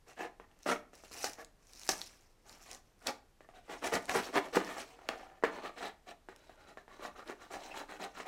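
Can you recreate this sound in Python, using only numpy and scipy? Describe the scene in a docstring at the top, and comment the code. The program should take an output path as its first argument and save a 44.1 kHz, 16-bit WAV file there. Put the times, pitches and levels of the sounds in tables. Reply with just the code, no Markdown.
"""Knife opening a cardboard carton.

A knife saws and pries along the glued flap of a full carton in a small, damped room.
The blade sticks and slips, ringing the panels, and squeaks once on the coated card.
Fibres tear with a bright crackle, the flap knocks when it gives, and glue spots snap."""
import sys
import numpy as np
from scipy import signal
from scipy.fft import rfft, irfft, next_fast_len
from scipy.io import wavfile
from scipy.ndimage import uniform_filter1d

SR = 44100
rng = np.random.default_rng(int(sys.argv[2]) if len(sys.argv) > 2 else 0)


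def to_wav(s):
    """Save 16-bit WAV."""
    ch = np.atleast_2d(s).T  # columns
    pcm = np.round(np.clip(ch, -1, 1) * 32767)  # PCM
    wavfile.write(sys.argv[1], SR, pcm.astype(np.int16))


N = 365110

# Blade strokes: (time [s], length [ms], pressure [dB], lead panel [Hz])
BLADE_STROKES = [(0.057, 104, -58, 810), (0.163, 143, -41, 740), (0.41, 410, -73, 317),
                 (0.656, 119, -31, 846), (0.9, 225, -69, 590), (1.096, 288, -56.5, 800),
                 (1.367, 88, -52.5, 454.4), (1.55, 830, -68.5, 1520), (1.95, 114, -64.5, 1800),
                 (2.2, 246, -82.5, 504), (2.438, 185, -61.5, 850), (2.57, 155, -66, 740),
                 (2.65, 168, -56.5, 750), (2.82, 130, -80, 690), (3.0, 180, -58.5, 815),
                 (3.057, 68, -40, 780), (3.53, 105, -58.5, 760), (3.62, 180, -69.5, 750),
                 (3.678, 124, -46, 730), (3.814, 110, -38.5, 717), (3.837, 25, -37.5, 694),
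                 (3.859, 28, -41, 800), (3.913, 92.6, -31.5, 652), (4.076, 70, -39, 1950),
                 (4.124, 107, -31, 470), (4.19, 152, -46, 397), (4.324, 105, -33.5, 410),
                 (4.361, 40, -38, 1800), (4.405, 117, -50, 437), (4.523, 67, -39, 462),
                 (4.547, 39, -32, 910), (4.61, 214, -47, 320), (4.761, 110, -47, 650),
                 (4.82, 235, -61, 865), (4.96, 510, -55.5, 785), (5.2, 110, -95, 604),
                 (5.499, 155, -44, 720), (5.614, 115, -44, 663), (5.755, 91, -48, 477),
                 (5.8, 133, -43, 740), (6.058, 99, -49.5, 723), (6.3, 390, -66, 617),
                 (6.571, 120, -60, 1420), (6.66, 101, -55, 1250), (6.88, 145, -58, 650),
                 (7.0, 125, -43.5, 1110), (7.146, 117, -52, 1290), (7.256, 95, -47.5, 430),
                 (7.383, 120, -55.5, 1440), (7.496, 116, -44, 815), (7.58, 206, -52, 870),
                 (7.732, 131, -45.5, 926), (7.875, 121, -49.5, 307), (7.987, 112, -42.5, 743),
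                 (8.133, 132, -48, 1445), (8.249, 53, -49, 810)]
# Blade hold: (time [s], flank share [0 edge rasps, 1 flank slides], tearing re pressure [dB])
BLADE_HOLD = [(0, 1, 1), (.2, 0.28, -16), (.7, 0.64, -10), (1.1, 0.84, 7.5), (1.4, 1, -10.5), (1.65, 1, 19),
              (2.0, .93, -1), (2.8, 0.64, 1.5), (3.05, 0.6, -5), (3.6, 0.23, -8), (4.1, 0.54, -6.5),
              (4.45, 0.27, -11.5), (4.76, 0.42, -2.5), (5.0, 0.27, -13.5), (5.45, 0.2, -20),
              (5.65, 0.09, -6), (7.2, 0.33, -11), (7.6, 0.35, -5), (8.28, 0.27, -9)]
def strokes():
    """Stick-slip rings the panels and tears fibres; strained fibres keep ticking between strokes."""
    edge_rise, flank_rise = 0.32, 0.44  # share of a stroke spent gaining speed
    drag_rise_ms, drag_ms, drag_db, flap_panel_hz = 0.74, 82, -23, 1720  # blade drags after each knock
    friction = slips(per_s=3500, spread_db=2.67, clump_db=2.34, clump_s=0.0067)
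    breaks = slips(per_s=6000, spread_db=2.8, clump_db=0.99, clump_s=0.0079)
    ticks = slips(per_s=220, spread_db=2.2, clump_db=3.5, clump_s=0.03)
    hold_s, flank_share, tear_db = np.transpose(BLADE_HOLD)
    flank = np.interp(np.arange(N) / SR, hold_s, flank_share)
    crackle = fibre_crackle(breaks, ticks, flank)
    moves = [(s, ms * np.interp(flank[round(s * SR)], [0, 1], [edge_rise, flank_rise]), ms, db, hz)
             for s, ms, db, hz in BLADE_STROKES]
    moves += [(s, drag_rise_ms, drag_ms, db + drag_db, flap_panel_hz) for s, db, *_ in FLAP_KNOCKS]
    out, tearing = np.zeros(N), np.zeros(N)
    grips = rng.standard_normal((len(moves), 3, len(PANEL_MODES)))
    for (s, rise_ms, ms, db, hz), grip in zip(moves, grips):
        speed = blade_speed(rise_ms, ms - rise_ms)
        drive = friction[round(s * SR):][:len(speed)]
        panels = signal.oaconvolve(speed[:len(drive)] * drive, panel_ring(hz, grip, lead_db=10.6))
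        add(out, s, gain_of(db) * panels)
        add(tearing, s, gain_of(db + np.interp(s, hold_s, tear_db)) * speed ** 2.17)
    # Bent card is under strain before and after each stroke.
    strain = gain_of(-8.5) * uniform_filter1d(np.sqrt(tearing), round(0.2 * SR)) ** 2
    ticking = gain_of(1) * strain * flank * patchy(coloured(ticks, SLIDE_SPECTRUM), depth_db=6)
    return out + (tearing + strain) * crackle + ticking


def blade_speed(rise_ms, fall_ms):
    """One move, from rest to full speed and back."""
    rise = np.linspace(0, np.pi / 2, round(rise_ms * SR / 1000))
    fall = np.linspace(0, np.pi / 2, round(fall_ms * SR / 1000))
    return np.r_[np.sin(rise) ** 0.9, np.cos(fall) ** 1.5]


def slips(per_s, spread_db, clump_db, clump_s):
    """Random clicks in clumps, mostly small, a few large."""
    sizes = gain_of(spread_db * np.minimum(rng.exponential(1, N), 5))
    clicks = sizes * (rng.random(N) < per_s / SR)
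    width = round(clump_s * SR)
    clumps = unit_rms(uniform_filter1d(uniform_filter1d(rng.standard_normal(N), width), width))
    return unit_rms(clicks * rng.choice([-1., 1.], N) * gain_of(clump_db * clumps))


# Carton panel modes: (frequency [Hz], level [dB], t60 [s])
PANEL_MODES = [(184.6, 3.5, 0.12), (308.5, -2.5, 0.27), (387, 3.5, 0.13), (473.6, 7, 0.094),
               (601, 8, 0.043), (688, 11.5, 0.047), (788.3, 14.5, 0.043), (903, 14, 0.025),
               (1055, 9, 0.041), (1187, 16, 0.026), (1370, 17.5, 0.017), (1615, 14.5, 0.017),
               (1795, 9.5, 0.061), (2056, 12.5, 0.0088), (2670, -5, 0.011)]
def panel_ring(lead_hz, grip, lead_db):
    """Carton impulse response: modes near the pushed panel lead; the grip weights and bends each."""
    hz, db, t60 = np.transpose(PANEL_MODES)[:, :, None]
    weight, bend, twin_spread = grip[:, :, None]
    t = np.arange(4000) / SR
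    db = db + lead_db * np.exp(-(np.log(hz / lead_hz) / 0.066) ** 2) + 2.5 * weight
    hz = hz * (1 + 0.03 * bend)
    twin_hz = hz * (1.035 + 0.015 * twin_spread)  # opposite panel
    pairs = np.sin(2 * np.pi * hz * t) + 0.7 * np.sin(2 * np.pi * twin_hz * t)
    modes = (gain_of(db - 60 * t / t60) * pairs).sum(0)
    low_cut = signal.butter(4, 230, "high", fs=SR, output="sos")  # a small box radiates no deep bass
    modes = signal.sosfilt(low_cut, modes)
    return modes / np.linalg.norm(modes)


# Rasping edge: (frequency [Hz], density [dB])
RASP_SPECTRUM = [(1200, -11.5), (2100, -3.5), (3000, -1.5), (3600, -7), (4300, -10), (5300, -14),
                 (7800, -13.5), (10400, -25.5), (16000, -29)]
# Sliding flank: (frequency [Hz], density [dB])
SLIDE_SPECTRUM = [(1470, -14.5), (2500, -8), (3360, -16), (4020, -7.5), (4620, -9), (5520, -2.5),
                  (6650, -7.5), (13100, -18.5), (16000, -24.5)]
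# Papery ring of the loosening flap: (time [s], frequency [Hz], gain [dB])
FLAP_RING = [(0.8, 2670, 7.5), (4.9, 4330, -4), (5.6, 4250, 7.5), (5.85, 3930, 9.5), (8.28, 4020, 6.5)]
def fibre_crackle(breaks, ticks, flank):
    """Fibres break under the sliding flank or the rasping edge; the rasp rings the flap."""
    slide = unit_rms(coloured(breaks + 0.42 * ticks, SLIDE_SPECTRUM))
    rasp = coloured(breaks + 0.091 * ticks, RASP_SPECTRUM)
    flap_s, flap_hz, flap_db = np.transpose(FLAP_RING)
    t = np.arange(N) / SR
    flap = resonate(rasp, np.interp(t, flap_s, flap_hz), width_hz=220)
    rasp = unit_rms(rasp + gain_of(np.interp(t, flap_s, flap_db)) * flap)
    return patchy(flank * slide + (1 - flank) * rasp, depth_db=2.8)


def patchy(x, depth_db):
    """Each torn bit of card has its own colour: random patches over time and pitch."""
    spectra = signal.stft(x, nperseg=128)[2]
    patches = uniform_filter1d(rng.standard_normal(spectra.shape), 4, axis=0)
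    patches = unit_rms(uniform_filter1d(patches, 10, axis=1))
    return unit_rms(signal.istft(spectra * gain_of(depth_db * patches), nperseg=128)[1][:N])


# Blows on the carton: (time [s], ring peak [dB], contact [ms], lead panel [Hz])
FLAP_KNOCKS = [(0.399, -38, 0.19, 467), (0.662, -25.5, 0.31, 600), (0.933, -46, 0.14, 600),
               (1.037, -44, 0.34, 546), (1.113, -44, 0.21, 474), (1.242, -25, 0.18, 758),
               (1.385, -40.5, 0.098, 474), (1.891, -21, 0.065, 375), (3.067, -34, 0.079, 850),
               (3.407, -43.5, 0.1, 600), (3.489, -45, 0.073, 700), (3.924, -25.5, 0.16, 476),
               (4.094, -29, 0.35, 737), (4.568, -16, 0.89, 480), (4.691, -36, .12, 1570),
               (4.767, -38, 0.15, 820), (4.99, -46, 0.18, 810), (5.09, -22.5, 0.092, 734),
               (5.193, -42.5, 0.07, 565), (5.426, -35.5, 0.36, 1800), (5.437, -14.5, 0.34, 494.5),
               (5.439, -19, .2, 1790), (6.287, -35.5, 0.21, 396), (6.495, -44, 0.26, 690),
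               (6.773, -35.5, 0.11, 580), (6.88, -44, 0.14, 836), (6.995, -42, 0.33, 397),
               (7.297, -33.5, 0.67, 374.5), (8.201, -32, 0.085, 2040)]
def knocks():
    """A push with a gritty tail rings the panels, brighter for short contact; the surface ticks."""
    out, t = np.zeros(N), np.arange(600) / SR
    grips = rng.standard_normal((len(FLAP_KNOCKS), 3, len(PANEL_MODES)))
    for (s, db, contact_ms, hz), grip in zip(FLAP_KNOCKS, grips):
        grit = rng.standard_normal(len(t))
        contacts = t * 1000 / contact_ms
        push = contacts * np.exp(-3 * contacts)
        tail = 0.041 * grit * t / 0.0077 * np.exp(-t / 0.0044)
        knock = np.convolve(push + tail, panel_ring(hz, grip, lead_db=14))
        add(out, s, gain_of(db) * knock / abs(knock).max())
        tick = coloured(grit * np.exp(-t / 0.0056), RASP_SPECTRUM)
        add(out, s, gain_of(db - 9.5 - 13 * contact_ms) * tick)
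    return out


# Glue spots and fibre bundles: (time [s], peak [dB], pitch [Hz])
GLUE_SNAPS = [(0.514, -56, 2170), (0.59, -52, 8000), (0.953, -43.5, 8000), (1.2433, -20, 4600),
              (1.268, -33, 5500), (1.32, -43, 6500), (1.3338, -35, 5700), (1.447, -40, 4870),
              (1.67, -50, 6100), (1.734, -38, 5550), (1.796, -35, 6050), (1.834, -35.5, 5560),
              (1.8765, -30.5, 5860), (1.8901, -17, 5030), (1.98, -36.5, 5800), (2.0156, -25, 3880),
              (2.495, -40, 5180), (2.527, -44, 4500), (2.714, -33, 4840), (2.731, -35, 6230),
              (2.748, -35.5, 5600), (3.0699, -20.5, 4380), (4.056, -36, 7000), (4.0947, -20.5, 2300),
              (4.647, -35.5, 4560), (5.0883, -21.5, 2770), (6.362, -46, 5900)]
def snaps():
    """A burst of crackle peaking at the pitch of the breaking piece; smaller pieces break quicker."""
    decay_ms, decay_ms_per_db = 6.9, 0.24
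    out, t = np.zeros(N), np.arange(1500) / SR
    for s, db, hz in GLUE_SNAPS:
        grit = rng.standard_normal(len(t))
        attack = np.minimum(t / 0.0005, 1)
        decay = np.exp(-t * 1000 / max(decay_ms + decay_ms_per_db * db, 0.5))
        tone = signal.lfilter(*signal.iirpeak(hz, 2.5, SR), grit)
        rolloff = [(hz * 1.3, 0), (hz * 4, -17)]
        crackle = coloured(coloured(grit, SLIDE_SPECTRUM), rolloff)
        snap = (unit_rms(crackle) + 1.2 * unit_rms(tone)) * attack * decay
        add(out, s, gain_of(db) * snap / abs(snap).max())
    return out


# Blade on coated card: (time [s], length [ms], pitch [Hz], mean amplitude [dB])
BLADE_SQUEAKS = [(7.7, 40, 2620, -53)]
def squeaks():
    """Regular stick-slip makes a short, rough tone."""
    out = np.zeros(N)
    for s, ms, hz, db in BLADE_SQUEAKS:
        size = round(ms * SR / 1000)
        waver = 1 + 0.5 * uniform_filter1d(rng.standard_normal(size), 25)
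        tone = np.sin(2 * np.pi * np.cumsum(hz * waver) / SR)
        add(out, s, gain_of(db) * 2 * np.hanning(size) * tone)
    return out


# Room decay: (frequency [Hz], t60 [s])
ROOM_T60 = [(250, 0.41), (1400, 0.31), (9000, 0.22)]
def room_echo(x):
    """Sparse reflections from 4 ms on, each band dying at its own rate."""
    taps = np.zeros(SR // 2)
    slots = np.arange(180, len(taps) - 20, 20)
    taps[slots + rng.integers(0, 20, len(slots))] = rng.choice([-1., 1.], len(slots))
    hz, t, spectra = signal.stft(taps, SR, nperseg=256)
    decay = gain_of(-60 * t / at_hz(ROOM_T60, hz)[:, None])
    tail = signal.istft(spectra * decay, SR, nperseg=256)[1]
    return signal.oaconvolve(x, tail / np.linalg.norm(tail))[:N]


# Room tone: (frequency [Hz], density [dB])
AIR_SPECTRUM = [(12, -51), (20, 9), (44, -1), (216, -13.5), (367, -13), (718, -18), (3440, -28.5),
                (6180, -30), (14700, -38), (16000, -66)]
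def room_tone():
    """Steady noise, mostly low rumble."""
    return unit_rms(coloured(rng.standard_normal(N), AIR_SPECTRUM))


def gain_of(db):
    """Decibels to amplitude."""
    return 10 ** (np.asarray(db) / 20)


def unit_rms(x):
    """Scales to rms 1."""
    return x / np.sqrt(np.mean(x ** 2) + 1e-20)


def at_hz(table, hz):
    """Interpolates along log frequency."""
    table_hz, values = np.transpose(table)
    return np.interp(np.log(hz + 1), np.log(table_hz + 1), values)


def add(mix, s, sound):
    """Mixes a sound in at s seconds."""
    part = mix[round(s * SR):][:len(sound)]
    part += sound[:len(part)]


def coloured(x, spectrum):
    """Filters by a spectrum in dB."""
    size = next_fast_len(len(x))
    gains = gain_of(at_hz(spectrum, np.fft.rfftfreq(size, 1 / SR)))
    return irfft(rfft(x, size) * gains, size)[:len(x)]


def resonate(x, hz, width_hz):
    """Unity-gain resonance following the curve hz."""
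    carrier = np.exp(2j * np.pi * np.cumsum(hz) / SR)
    pole = np.exp(-np.pi * width_hz / SR)
    return 2 * (carrier * signal.lfilter([1 - pole], [1, -pole], x / carrier)).real


def scene():
    """Knife and carton, their echo and the room tone, in mono."""
    echo_db, air_db = -11, -67
    work = strokes() + knocks() + snaps() + squeaks()
    air = gain_of(air_db) * room_tone()
    return (work + gain_of(echo_db) * room_echo(work) + air)[None]


def record(dry):
    """Steep low-pass band limit."""
    cutoff_hz = 15900
    low_pass = signal.firwin(511, cutoff_hz, window=("kaiser", 9), fs=SR)
    return signal.oaconvolve(dry, low_pass[None], "same")


dry = scene()
out = record(dry)
to_wav(out)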